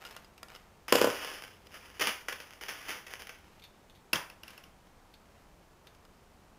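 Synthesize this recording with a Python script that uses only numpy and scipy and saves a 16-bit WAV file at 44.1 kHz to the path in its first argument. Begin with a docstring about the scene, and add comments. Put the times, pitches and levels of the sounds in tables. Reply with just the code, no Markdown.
"""Pliers tick and rub on steel wire; its long loops then knock and skitter on a wooden workbench.
The jaws grip and slip with a brief ring. The loops scrape in stick-slip grains and strike the bench so
that board and frame ring. The wire creaks as its end is bent and clacks on the bench, then the pliers
regrip with light ringing ticks. Heard from the bench top in a small hard room, over faint room noise."""
import sys
import numpy as np
from scipy import signal
from scipy.fft import rfft, irfft
from scipy.io import wavfile
from scipy.ndimage import uniform_filter1d

SR = 44100
rng = np.random.default_rng(int(sys.argv[2]) if len(sys.argv) > 2 else 0)


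def generate_wav(sig):
    """Save sig (samples, or channels by samples) to the path in sys.argv[1] as 16-bit PCM at SR."""
    pcm = np.round(np.clip(np.atleast_2d(sig).T, -1, 1) * 32767).astype(np.int16)
    wavfile.write(sys.argv[1], SR, pcm)


N = 290178
TIME = np.arange(N) / SR

# Wire catching and skidding. Each row: start in seconds, relative level in dB, t60 in seconds.
SKIDS = [(0.88, -20.5, 0.21), (1.248, -28.5, 0.054), (1.437, -31, 0.022), (1.741, -31, 0.21),
         (1.994, -19, 0.094), (2.008, -9.5, 0.32), (2.07, -11, 0.18), (2.283, -19, 0.099),
         (2.323, -24, 0.066), (2.401, -30.5, 0.045), (2.61, -29.5, 0.08), (2.683, -19.5, 0.24),
         (2.884, -19, 0.37), (3.065, -30, 0.19), (3.269, -33, 0.032), (3.292, -30.5, 0.05)]
# Heavy knocks. Each row: start in seconds, then relative thump, relative click and the thump's loss
# at the first rebound, all in dB.
KNOCKS = [(0.923, -6, -13, 4), (1.013, -8, -21, 1.0)]
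# Wire clacks on the bench, then light ticks of the pliers regripping.
# Each row: start in seconds, relative level in dB, main ring in Hz.
CLACKS_AND_REGRIPS = [(4.13, -12.5, 2674), (4.1543, -22, 3220), (4.297, -39, 2620), (4.432, -36.5, 2820),
                      (4.478, -37.5, 2710), (4.503, -41, 2700), (4.576, -39.5, 2700), (4.636, -42.5, 2870)]


def undb(db):
    """Decibels to gain."""
    return 10 ** (np.asarray(db) / 20)


def unit(x):
    """Scale to unit energy."""
    return x / np.sqrt(np.sum(x ** 2))


def fade(t60_s, size=16384):
    """Exponential decay."""
    return np.exp(-np.log(1000) * TIME[:size] / max(t60_s, .001))


def through(x, response):
    """Convolve with an impulse response."""
    return signal.fftconvolve(x, response)[:N]


def add(track, start_s, sound):
    """Mix a sound in at start_s."""
    start = max(int(start_s * SR), 0)
    track[start:start + len(sound)] += sound[:N - start]


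def along(hz, points):
    """Interpolate (Hz, value) points on a log-frequency axis."""
    points_hz, values = np.transpose(points)
    return np.interp(np.log(np.maximum(hz, 1)), np.log(points_hz), values)


def colour(points, size=4096):
    """Minimum-phase response of unit energy, shaped by (Hz, dB) points."""
    magnitude = undb(along(np.fft.rfftfreq(size, 1 / SR), points))
    cepstrum = irfft(np.log(magnitude))
    cepstrum[1:size // 2] *= 2
    cepstrum[size // 2 + 1:] = 0
    return unit(irfft(np.exp(rfft(cepstrum))))


def ring(modes, main_hz=1, size=16384):
    """Decaying modes of alternating sign, in Hz or as multiples of main_hz."""
    return unit(sum((-1) ** k * undb(db) * fade(t60_s) * np.sin(2 * np.pi * f * main_hz * TIME[:size])
                    for k, (f, db, t60_s) in enumerate(modes)))


def grains(rate_hz, spread_db, size):
    """Stick-slip: tiny random releases, a few much larger than the rest; rms 1."""
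    heights = undb(spread_db * np.minimum(rng.exponential(size=size), 5))
    signs = rng.choice([-1, 1], size)
    released = rng.random(size) < rate_hz / SR
    return unit(heights * signs * released) * np.sqrt(size)


def contact(length_s, size=1024):
    """One blow: brief chatter with an even spectrum."""
    window = np.exp(-(2 * TIME[:size] / length_s - 1.1) ** 4)
    burst = rng.standard_normal(size) * window
    whitened = irfft(np.exp(1j * np.angle(rfft(burst))))
    return unit(whitened * window)


def strokes(rows, attack_s):
    """Gain of hand movements that speed up, hold and die away."""
    gain = np.zeros(N)
    for start_s, length_s, db, t60_s in rows:
        attack = np.clip((TIME - start_s) / attack_s, 0, 1)
        release = np.exp(-np.log(1000) * np.maximum(TIME - start_s - length_s, 0) / t60_s)
        gain += undb(db) * attack * release
    return gain


def slips(rows, rise_s, rate_hz, spread_db, catch_db=-3, catch_t60_s=0.02, size=16384):
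    """Each slip starts with a hard catch and runs out in fading grains."""
    track = np.zeros(N)
    rise = 1 - np.exp(-TIME[:size] / rise_s)
    catch = undb(catch_db) * fade(catch_t60_s, size)
    for start_s, db, t60_s in rows:
        speed = rise * (fade(t60_s, size) + catch)
        add(track, start_s, undb(db) * unit(grains(rate_hz, spread_db, size) * speed))
    return track


def disperse(x, lag_s):
    """Bending waves in stiff wire: treble arrives first, 1500 Hz comes lag_s late."""
    hz = np.fft.rfftfreq(N, 1 / SR)
    phase_rad = 4 * np.pi * lag_s * np.sqrt(2000 * (hz + 500))
    return irfft(rfft(x) * np.exp(-1j * phase_rad), N)


def over_bench(x, notch_hz=4020, mirror_gain=0.65):
    """The wire and its mirror image in the bench top partly cancel at multiples of notch_hz."""
    delay = np.exp(-2j * np.pi * np.fft.rfftfreq(N, 1 / SR) / notch_hz)
    return x - mirror_gain * irfft(rfft(x) * delay, N)


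def pliers(jaw_hz=2836, pitch_scatter=0.027):
    """Jaws rub, grip and slip on the wire; each grip rings them at a slightly different pitch."""
    # Fingers and jaws shifting. Each row: start and length in seconds, relative level in dB.
    rubs = [(0.0, 0.12, -54), (0.482, 0.049, -57), (3.424, 0.12, -67.5), (4.463, 0.076, -58),
            (5.276, 0.12, -73.5)]
    # Each row: start in seconds, relative level in dB, slip t60 in seconds.
    grips = [(0.05, -32, 0.07), (0.065, -36.5, 0.083), (0.1085, -36, 0.068), (0.164, -30.5, 0.046),
             (0.245, -44, 0.031), (0.378, -40, 0.053), (0.43, -30, 0.013), (0.4835, -43, 0.026),
             (0.549, -36, 0.062), (0.5596, -38.5, 0.03), (1.669, -41.5, 0.023), (5.869, -43.5, 0.047),
             (5.948, -49.5, 0.038), (6.05, -47, 0.027)]
    # Each row: multiple of the main ring, level in dB, t60 in seconds.
    jaw_modes = [(.5, -3, 0.063), (1, 9, 0.018), (1.4, -3.5, 0.004), (1.75, 5, 0.016), (3.5, -6.5, 0.016)]
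    # Jaws rubbing on wire. Each row: frequency in Hz, level in dB.
    rub_spectrum = [(100, -16), (500, 2), (1400, 3.5), (2100, 2), (2900, -0.5), (4200, -7), (5400, -7.5),
                    (8000, -14.5), (10700, -14.5), (11600, -14), (13200, -10), (16000, -21.5)]
    release_t60_s, hold_db = 0.49, -74  # hold: faint rubbing while the wire is only held
    rubbing = strokes([(*row, release_t60_s) for row in rubs], attack_s=0.02) + undb(hold_db)
    friction = through(grains(rate_hz=2500, spread_db=3.8, size=N), contact(0.0032))
    force = rubbing * undb(-2) * friction
    clink = np.zeros(N)
    for start_s, db, t60_s in grips:
        ring_hz = jaw_hz * (1 + pitch_scatter * rng.standard_normal())
        grip = undb(-0.5) * unit(grains(rate_hz=6000, spread_db=3, size=16384) * fade(t60_s))
        add(grip, 0, contact(0.00304))
        add(force, start_s, undb(db + 8.5) * grip)
        add(clink, start_s, undb(db + 10) * through(grip, ring(jaw_modes, ring_hz)))
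    return through(force, colour(rub_spectrum)), clink


def air(level_db=-60):
    """Steady room noise and hiss."""
    # Each row: frequency in Hz, level in dB.
    noise_spectrum = [(12, -38), (20, -1), (76, -0.5), (112, -6.5), (202, -4.5), (232, -9), (382, -9),
                      (416, -9.5), (565, -11), (746, -10.5), (1010, -12), (1770, -19.5), (3640, -26),
                      (6190, -28), (15500, -36)]
    return undb(level_db) * through(rng.standard_normal(N), colour(noise_spectrum))


def scrapes():
    """Loops drag over the wood in uneven jerks and skids; a lifted loop sounds thinner."""
    # Each row: start and length in seconds, relative level in dB, release t60 in seconds.
    drags = [(0.95, 0.28, -39, 0.83), (1.7, 0.51, -57, 0.44), (2.33, 0.11, -55.5, 1.0),
             (2.61, 0.35, -48.5, 0.25), (3.1, 0.028, -47.5, 0.16), (3.185, 0.027, -44, 0.12),
             (3.29, 0.046, -59.5, 0.55)]
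    # Loop lifting onto its tip. Each row: time in seconds, tip share from 0 to 1.
    lift_curve = [(1.1, 0.35), (1.3, 0.2), (2.0, 0.49), (2.4, 0.48), (2.7, 0.52), (3.2, 0.57)]
    # Whole loop on wood, and tip alone. Each row: frequency in Hz, level in dB.
    loop_spectrum = [(60, -15), (200, -3.5), (450, 7.5), (700, 0.5), (1500, 0.5), (2100, -9), (3000, 2.5),
                     (4000, -8), (5100, -2), (6200, -17.5), (8100, -14), (9300, -15), (11000, -13),
                     (16000, -21)]
    tip_spectrum = [(60, -20), (200, -1), (450, 0.5), (1100, -5), (1550, 2), (1950, 4.5), (2500, 0.5),
                    (3000, -1.5), (4000, -1.5), (5100, -8.5), (6100, -6), (8200, -21.5), (10500, -10.5),
                    (16000, -13.5)]
    jerks_db = 3 * np.interp(TIME, np.arange(1000) / 80, rng.standard_normal(1000))
    grit = grains(rate_hz=1500, spread_db=0.72, size=N)
    catches = undb(-3) * grains(rate_hz=130, spread_db=4.6, size=N)
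    drag = strokes(drags, attack_s=0.015) * undb(jerks_db - 3) * (grit + catches)
    skid = slips(SKIDS, rise_s=0.00055, rate_hz=2200, spread_db=2.5)
    force = disperse(drag + undb(12) * skid, lag_s=0.000498)
    lift = np.clip(np.interp(TIME, *np.transpose(lift_curve)), 0, 1)
    loop = through(force * (1 - lift), colour(loop_spectrum))
    tip = through(force * lift, colour(tip_spectrum))
    return over_bench(loop + tip)


def frame_thuds(rise_s=0.012, knock_db=-2, clack_db=0, skid_db=-12):
    """Knocks, clacks, regrips and skids shake the bench frame into a soft, low thud."""
    # Each row: frequency in Hz, level in dB, t60 in seconds.
    frame_modes = [(76, -8, 0.08), (99, -8.5, 0.4), (119, -9, 0.2), (162, -5, 0.26), (225, -22, 0.45),
                   (335, 9.5, 0.078)]
    push = np.zeros(N)
    for events, share_db in (KNOCKS, knock_db), (CLACKS_AND_REGRIPS, clack_db), (SKIDS, skid_db):
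        for start_s, db, *_ in events:
            add(push, start_s, undb([db + share_db]))
    return through(push, unit(ring(frame_modes) * (1 - fade(rise_s))))


def knocks(rebound_s=0.029, click_loss_db=5, board_lag_s=0.001347):
    """Loops strike the bench and rebound twice: the wire clicks, the board thumps and rings."""
    # Hard click of wire, and dull thump of wood. Each row: frequency in Hz, level in dB.
    click_spectrum = [(80, -24), (400, 10), (1200, 5.5), (2000, -6), (2900, 3), (4000, 0.5), (5000, 0.5),
                      (6100, -14.5), (7500, -3), (9500, -14.5), (11000, -9.5), (13000, -5.5), (16000, -23)]
    thump_spectrum = [(40, -34), (120, -29.5), (250, -4), (390, -3.5), (490, 2.5), (600, -3.5),
                      (750, -10.5), (1400, -19.5), (3000, -33.5), (16000, -39.5)]
    # Bench top. Each row: frequency in Hz, level in dB, t60 in seconds.
    board_modes = [(109.7, -14.5, 0.41), (154, -4.5, 0.22), (209, -24, .17), (270, -11.5, 0.33),
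                   (297, 4, 0.18), (357, 6.5, 0.52), (404, -2, 0.2), (458, -6, 0.27), (487, -4, 0.17),
                   (512, -2, 0.25), (581, 10, 0.16), (626, 0, .22), (809, 5, 0.25), (888, -9, 0.4),
                   (996, 4, 0.26), (1073, -10, 0.22), (1217, -5, .22), (1358, -4.5, 0.19), (1488, 0, 0.31)]
    chatter, push = np.zeros(N), np.zeros(N)
    for start_s, thump_db, click_db, thump_loss_db in KNOCKS:
        for k in range(3):
            hit_s = start_s + k * rebound_s
            blow = contact(length_s=0.0078 if k else 0.0052)  # rebounds chatter longer
            add(chatter, hit_s, undb(click_db - click_loss_db * k * (k + 1) / 2) * blow)
            add(push, hit_s + board_lag_s, undb([thump_db - thump_loss_db * k ** 2]))
    click = undb(20) * over_bench(through(chatter, colour(click_spectrum)))
    thump = undb(14) * disperse(through(push, colour(thump_spectrum)), lag_s=0.000714)
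    board = undb(8.5) * through(push, ring(board_modes))
    return click, thump, board


def creaks():
    """Quick stick-slip of the wire yielding between the jaws."""
    # Each row: start in seconds, level in dB, t60 in seconds.
    bends = [(3.595, -32.5, 0.035), (3.620, -30.5, .06), (3.636, -24.5, .1), (3.896, -34, 0.064),
             (3.949, -34, 0.11), (5.136, -31, 0.074), (5.870, -31, 0.046)]
    # Each row: frequency in Hz, level in dB, t60 in seconds.
    creak_modes = [(2350, -2.5, 0.0029), (3570, -6, 0.0097), (4400, -7.5, 0.0067), (6460, -12, 0.0031),
                   (9200, -15, 0.0036), (12200, -14, 0.0042)]
    return through(slips(bends, rise_s=0.0022, rate_hz=1900, spread_db=3), ring(creak_modes))


def clacks_and_regrips(contact_s=0.0053):
    """Wire clacks on the bench, then the pliers regrip with light ticks; each contact rings briefly."""
    # Each row: multiple of the main ring, level in dB, t60 in seconds.
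    steel_modes = [(.55, 8.5, 0.015), (1, 21.5, 0.012), (1.13, -23, 0.0059), (1.27, -25, 0.02),
                   (1.75, 7, 0.014), (1.98, 13.5, 0.014), (2.35, -37, 0.018), (3.4, -9, .005),
                   (4, 8, 0.011), (4.95, 15, 0.0039)]
    # Each row: frequency in Hz, level in dB.
    impact_spectrum = [(50, -25), (160, 14.5), (340, 7.5), (700, 10), (1500, 5), (2000, 3.5), (2800, 4),
                       (4000, 5), (5200, 0.5), (6300, -8.5), (8000, -9), (11000, -7), (13500, -11),
                       (16000, -13)]
    push, ping = np.zeros(N), np.zeros(N)
    for start_s, db, ring_hz in CLACKS_AND_REGRIPS:
        blow = undb(db) * contact(contact_s)
        add(push, start_s, blow)
        add(ping, start_s, through(blow, ring(steel_modes, ring_hz)))
    impact = over_bench(through(push, colour(impact_spectrum)))
    return undb(8) * impact, undb(16) * ping


def room(x, gap_s=0.0032, build_s=0.00043, size=32768):
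    """Dense wall echoes that build up quickly; the bass dies first."""
    # Each row: frequency in Hz, t60 in seconds.
    decay_times = [(150, 0.11), (500, 0.36), (1500, 0.4), (4000, 0.29), (12000, 0.36)]
    hz, time_s, cells = signal.stft(rng.standard_normal(size), SR, nperseg=256)
    decay = np.exp(-np.log(1000) * time_s / along(hz, decay_times)[:, None])
    tail = signal.istft(cells * decay, SR)[1][:size]
    onset = 1 - np.exp(-np.maximum(TIME[:size] - gap_s, 0) / build_s)
    spectrum = rfft(tail * onset)
    # the walls return every band equally strongly
    spectrum /= np.sqrt(uniform_filter1d(np.abs(spectrum) ** 2, size=120))
    return through(x, unit(irfft(spectrum) * onset))


def scene():
    """Blows, scrapes, ticks and creaks fill the room; the rings of bench and steel stay dry."""
    click, thump, board = knocks()
    impact, ping = clacks_and_regrips()
    tick, clink = pliers()
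    scrape, creak = scrapes(), creaks()
    echoes = room(undb(-4) * click + undb(-5.5) * thump + undb(3) * impact
                  + undb(-5) * scrape + undb(-7) * (tick + creak))
    near = click + thump + board + frame_thuds() + impact + ping + scrape + tick + clink + creak
    return (near + echoes + air())[None]


def record(dry):
    """Steep low-pass on the top treble."""
    cutoff_hz = 15550
    return signal.sosfilt(signal.ellip(10, .2, 70, cutoff_hz, fs=SR, output="sos"), dry)


dry = scene()
out = record(dry)
generate_wav(out)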